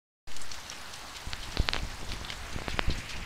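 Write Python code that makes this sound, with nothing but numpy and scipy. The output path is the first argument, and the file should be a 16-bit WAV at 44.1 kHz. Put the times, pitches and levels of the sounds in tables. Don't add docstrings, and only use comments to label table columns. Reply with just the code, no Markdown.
import sys
import numpy as np
from scipy import signal
from scipy.fft import rfft, irfft, next_fast_len
from scipy.io import wavfile
from scipy.ndimage import uniform_filter1d, map_coordinates

SR = 44100
rng = np.random.default_rng(int(sys.argv[2]) if len(sys.argv) > 2 else 0)


def transcribe(u):
    v = np.clip(np.atleast_2d(u).T, -1, 1)
    q = np.round(v * 32767).astype(np.int16)
    wavfile.write(sys.argv[1], SR, q)


N = 143325

# freq_hz, level_db
WASH_SPECTRUM = [(60, -19), (200, -10), (350, -7), (550, -2), (800, 2), (1700, 0.7), (2400, -2.5),
                 (3300, -3), (4400, 0), (5500, -2), (8500, -3.5), (15500, -7)]
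# time_s, level_db
RAIN_LEVEL = [(.27, -45), (.45, -41.5), (.8, -41.5), (1.5, -40.5), (1.95, -41.5), (2.45, -41.5),
              (3.25, -43)]
# freq_hz, level_db
ROOFS, ROOFS_DB = [(25, -11), (62, -3.5), (100, -12), (160, -15.5), (300, -17.5), (600, -31.5)], -52.5

def rain():
    wash = coloured(patchy(depth_db=1.5), WASH_SPECTRUM)
    drops = patter(count=2000, centre_hz=2730, spread=0.571, ring_cycles=9.6, scatter_db=3)
    spatter = patter(count=8000, centre_hz=8130, spread=0.32, ring_cycles=18, scatter_db=6)
    ticks = patter(count=170, centre_hz=6500, spread=0.25, ring_cycles=9, scatter_db=1.5)
    clumps = amp(2 * np.minimum(wobble(60), 1.5))
    flurries = amp(1.2 * wobble(25))
    near = amp(-15.5) * flurries * drops + amp(-9) * clumps * spatter + amp(-16) * ticks
    swell = amp(curve(RAIN_LEVEL) + 0.17 * wobble(6.11))
    roofs = amp(ROOFS_DB) * coloured(rng.standard_normal(N), ROOFS)
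    return swell * (amp(-2.5) * wash + near) + roofs


def patter(count, centre_hz, spread, ring_cycles, scatter_db):
    starts = (rng.random(count) * N).astype(int)[:, None]
    sizes = np.minimum(rng.exponential(size=count), np.log(60))[:, None]
    detune = spread * np.clip(rng.standard_normal(count), -2, 2)
    pitch_hz = np.clip(centre_hz * np.exp(detune), 400, 18000)[:, None]
    samples = np.arange(256)
    cycles = pitch_hz * samples / SR
    envelope = (1 - np.exp(-cycles / 2)) * amp(-60 * cycles / ring_cycles)
    rings = amp(scatter_db * sizes) * np.sqrt(pitch_hz) * envelope * np.sin(2 * np.pi * cycles)
    return unit(np.bincount((starts + samples).ravel(), rings.ravel(), N)[:N])


# start_s, level_db, centre_hz, width_octaves, t60_s
EAVES_SPLASHES = [(.3635, -26.5, 7450, 0.87, 0.037), (0.414, -26.5, 8650, 0.37, .05),
                  (.514, -27.5, 5300, 0.48, 0.048), (0.5409, -30.5, 6050, 0.76, 0.047),
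                  (.712, -33.5, 2000, 2.2, 0.1), (0.9371, -30.5, 5800, 1.2, 0.031),
                  (0.957, -31, 9000, .45, 0.036), (1.147, -37.5, 3700, 1, 0.15),
                  (1.164, -31, 7250, 1.2, 0.029), (1.424, -33.5, 4160, 0.7, .12),
                  (1.514, -35, 4750, 1, 0.12), (1.565, -39, 4160, 0.31, 0.34),
                  (1.737, -34, 3140, 1.0, 0.23), (2.085, -34, 4300, 1.1, 0.11),
                  (2.114, -33.5, 3850, 2.2, 0.17), (2.244, -35.5, 3670, 0.39, .057),
                  (2.282, -33, 3680, 0.28, 0.056), (2.301, -28.5, 2600, 1.1, 0.037),
                  (2.32, -32, 2300, 2, 0.076), (2.528, -30, 6500, .6, 0.024), (2.688, -33, 4000, 0.88, 0.2),
                  (2.899, -30, 4160, 0.35, 0.14), (2.975, -35, 6950, .65, 0.17),
                  (3.089, -31, 4630, 1.4, 0.15), (3.163, -34.5, 5140, .6, 0.056)]

def splashes():
    out, t = np.zeros(N), np.arange(SR // 4) / SR
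    for start_s, level_db, centre_hz, width_octaves, t60_s in EAVES_SPLASHES:
        fizz, sizes = rng.standard_normal((2, len(t)))
        droplets = fizz * np.exp(0.3 * np.repeat(sizes, 25)[:len(t)])
        colour = lambda f: octave_peak(f, centre_hz, width_octaves) / np.hypot(1, (f / 9500) ** 2)
        spray = unit(filtered(droplets, colour))
        rise = 1 - np.exp(-t / (0.046 * t60_s))
        add(out, start_s, amp(level_db - 60 * t / t60_s) * rise * spray)
    return out


# start_s, level_db, pitch_hz, t60_s
NEAR_DROPS = [(.3175, -33.5, 3100, 0.0046), (.3655, -25.5, 5600, 0.0056), (.4225, -29, 8550, .003),
              (.5172, -26, 4330, 0.0091), (.6998, -18, 5560, .006), (.9405, -27.5, 5400, 0.0057),
              (1.169, -24.5, 7460, 0.0056), (1.6755, -33, 4150, 0.0067), (1.7892, -25, 2560, 0.0067),
              (2.2488, -25.5, 3540, 0.0056), (2.3025, -15, 2960, 0.0024), (2.528, -32, 3760, 0.0043)]

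def pings(snap_db=-9, snap_t60_s=0.0088):
    out, t = np.zeros(N), np.arange(SR // 50) / SR
    for start_s, level_db, pitch_hz, t60_s in NEAR_DROPS:
        colour = lambda f: octave_peak(f, pitch_hz, width_octaves=1) / (1 + (f / pitch_hz / 2) ** 2)
        fizz = unit(filtered(rng.standard_normal(len(t)), colour))
        snap = amp(snap_db - 60 * t / snap_t60_s) * fizz
        ring = amp(-60 * t / t60_s) * np.sin(2 * np.pi * pitch_hz * t)
        add(out, start_s, amp(level_db) * (ring + snap))
    return out


# time_s, level_db
GUST_LEVEL = [(1.2, -87.5), (1.29, -43), (1.48, -45), (1.55, -37), (1.8, -35), (1.85, -34), (1.93, -43.5),
              (2.02, -37.5), (2.16, -37.5), (2.28, -40), (2.38, -43.5), (2.5, -39), (2.58, -38.5),
              (2.78, -38), (2.93, -33.5), (3.05, -44), (3.25, -38)]
# freq_hz, level_db
GUST_SPECTRUM = [(15, 7.5), (35, 0), (70, -4.5), (130, -12.5), (260, -18.5), (500, -24.5), (1000, -25),
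                 (3000, -65)]
# start_s, peak_db, rise_ms
DIAPHRAGM_PUFFS = [(1.271, -28, 2.3), (1.3335, -29.5, 3.5), (1.572, -20.5, 0.34), (1.599, -15, 2.5),
                   (1.599, -20, 0.63), (1.832, -25, 1.9), (2.03, -31.5, 0.4), (2.134, -30, 1.04),
                   (2.214, -28.5, 0.29), (2.5615, -23, 1.4), (2.682, -26.5, 0.62), (2.743, -24.5, 1.9),
                   (2.88, -18, 4.1), (2.897, -21, 0.73), (2.912, -23.5, 2.4), (2.986, -30, 1.4)]

def wind():
    lumps = amp(2 * wobble(45))
    rumble = coloured(rng.standard_normal(N), GUST_SPECTRUM)
    out = amp(curve(GUST_LEVEL)) * unit(rumble * lumps)
    t = np.arange(SR // 8) / SR
    for start_s, peak_db, rise_ms in DIAPHRAGM_PUFFS:
        progress = t * 1000 / rise_ms
        push = progress ** 2 * (1 - progress / 4) * np.exp(-1.4 * progress)
        add(out, start_s, amp(peak_db) * push / push.max())
    return out


# freq_hz, gain_db
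HOUSING_RESPONSE = [(2500, -3.5), (3400, -4), (4150, 3), (4550, 1), (5000, -6), (5900, -11.5),
                    (7800, -14.5), (9000, -21), (15000, -20)]
# start_s, strength_db, low_cut_hz, high_cut_hz, muffled_fraction
HOUSING_DROPS = [(1.3334, 6, 2300, 6500, 0.27), (1.5718, 9, 4900, 6000, 0), (1.6882, 13, 590, 6000, 0.3),
                 (1.7344, 13.5, 3800, 5600, 0.08), (1.745, 5, 100, 1980, 0), (1.7641, 7.5, 51, 2960, 0.4),
                 (2.1194, 0, 2300, 9000, 0), (2.5876, 4.5, 40, 860, .1), (2.62, 4, 36, 890, .1),
                 (2.6825, 5.5, 54, 2200, 0.2), (2.7930, 15, 24, 3120, 1)]

def housing_strikes(ring_hz=4220, ring_width_hz=1100):
    out, blow = np.zeros(N), response(HOUSING_RESPONSE)
    ring = lambda f: 1j * f * ring_width_hz / (ring_hz ** 2 - f ** 2 + 1j * f * ring_width_hz)
    for start_s, strength_db, low_cut_hz, high_cut_hz, muffled_fraction in HOUSING_DROPS:
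        highpass = lambda f: 1j * f / (low_cut_hz + 1j * f)
        lowpass = lambda f: 1 / (1 - (f / high_cut_hz) ** 2 + 1j * np.sqrt(2) * f / high_cut_hz)
        crack = filtered(blow, lambda f: highpass(f) * lowpass(f))
        damped = filtered(crack, lambda f: 1 - muffled_fraction * ring(f))
        add(out, start_s, amp(strength_db) * damped)
    return out


# time_s, level_db
STREAM_LEVEL = [(2.29, -71), (2.34, -51), (2.6, -50.5), (2.85, -47), (3.12, -47.5), (3.25, -50)]

def stream(climb_start_s=2.31, settle_s=0.28, first_hz=1485, last_hz=2391, half_width_hz=560):
    age_s = np.maximum(np.arange(N) / SR - climb_start_s, 0)
    centre_hz = last_hz + (first_hz - last_hz) * np.exp(-age_s / settle_s)
    phase = 2 * np.pi * np.cumsum(centre_hz) / SR
    lowpass = lambda f: 1 / np.hypot(1, (f / half_width_hz) ** 2)
    noise_a, noise_b = [filtered(rng.standard_normal(N), lowpass) for _ in range(2)]
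    hiss = noise_a * np.cos(phase) + noise_b * np.sin(phase)
    sputter = amp(2 * wobble(140))
    return amp(curve(STREAM_LEVEL)) * unit(sputter * hiss)


def house_fronts(sound, t60_s=0.18, tail_db=-13):
    t = np.arange(SR // 3) / SR
    tail = rng.standard_normal(len(t)) * amp(-60 * t / t60_s)
    return sound + amp(tail_db) * signal.fftconvolve(sound, tail / np.linalg.norm(tail))[:N]


def amp(db):
    return 10 ** (np.asarray(db) / 20)


def unit(x):
    return x / np.sqrt(np.mean(x ** 2) + 1e-20)


def curve(rows):
    return np.interp(np.arange(N) / SR, *np.transpose(rows))


def wobble(knots_per_s):
    return map_coordinates(rng.standard_normal(400), [np.arange(N) * knots_per_s / SR], mode="mirror")


def octave_peak(freq_hz, centre_hz, width_octaves):
    return 1 / (1 + (np.log2((freq_hz + 1) / centre_hz) / width_octaves) ** 2)


def spectrum_gain(freq_hz, spectrum):
    knots_hz, level_db = np.transpose(spectrum)
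    return amp(np.interp(np.log(freq_hz + 1), np.log(knots_hz + 1), level_db))


def filtered(x, gain):
    size = next_fast_len(len(x) + 8192)
    return irfft(rfft(x, size) * gain(np.fft.rfftfreq(size, 1 / SR)), size)[:len(x)]


def coloured(x, spectrum):
    return unit(filtered(x, lambda f: spectrum_gain(f, spectrum)))


def response(spectrum):
    cepstrum = irfft(np.log(spectrum_gain(np.fft.rfftfreq(2048, 1 / SR), spectrum)))
    half = len(cepstrum) // 2
    causal_fold = np.r_[1, np.full(half - 1, 2), 1, np.zeros(half - 1)]
    return irfft(np.exp(rfft(cepstrum * causal_fold)))


def patchy(depth_db):
    frames = signal.stft(rng.standard_normal(N), nperseg=512)[2]
    patches = uniform_filter1d(rng.standard_normal(frames.shape), size=9, axis=0)
    patches = uniform_filter1d(patches, size=10, axis=1)
    return signal.istft(frames * amp(depth_db * unit(patches)), nperseg=512)[1][:N]


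def add(track, start_s, sound):
    start = int(np.clip(round(start_s * SR), 0, N))
    track[start:start + len(sound)] += sound[:N - start]


def scene():
    street = rain() + house_fronts(splashes() + pings()) + stream()
    return (street + housing_strikes() + wind())[None]


# freq_hz, gain_db
MIC_RESPONSE = [(3200, 1.5), (4500, -1.4), (5400, -3.5), (8000, -8), (10000, -11.5), (15500, -16.5)]

def record(dry, open_s=0.272, settle_s=0.13, top_hz=15650):
    age_s = np.maximum(np.arange(N) / SR - open_s, 0)
    fade_in = 1 - np.exp(-age_s / 0.00087)
    settling = age_s / settle_s
    thump = amp(-15) * settling * (settling / 3 - 1) * np.exp(-settling)
    heard = signal.fftconvolve(dry[0] * fade_in + thump, response(MIC_RESPONSE))[:N]
    return filtered(heard, lambda f: f < top_hz)[None]


dry = scene()
out = record(dry)
transcribe(out)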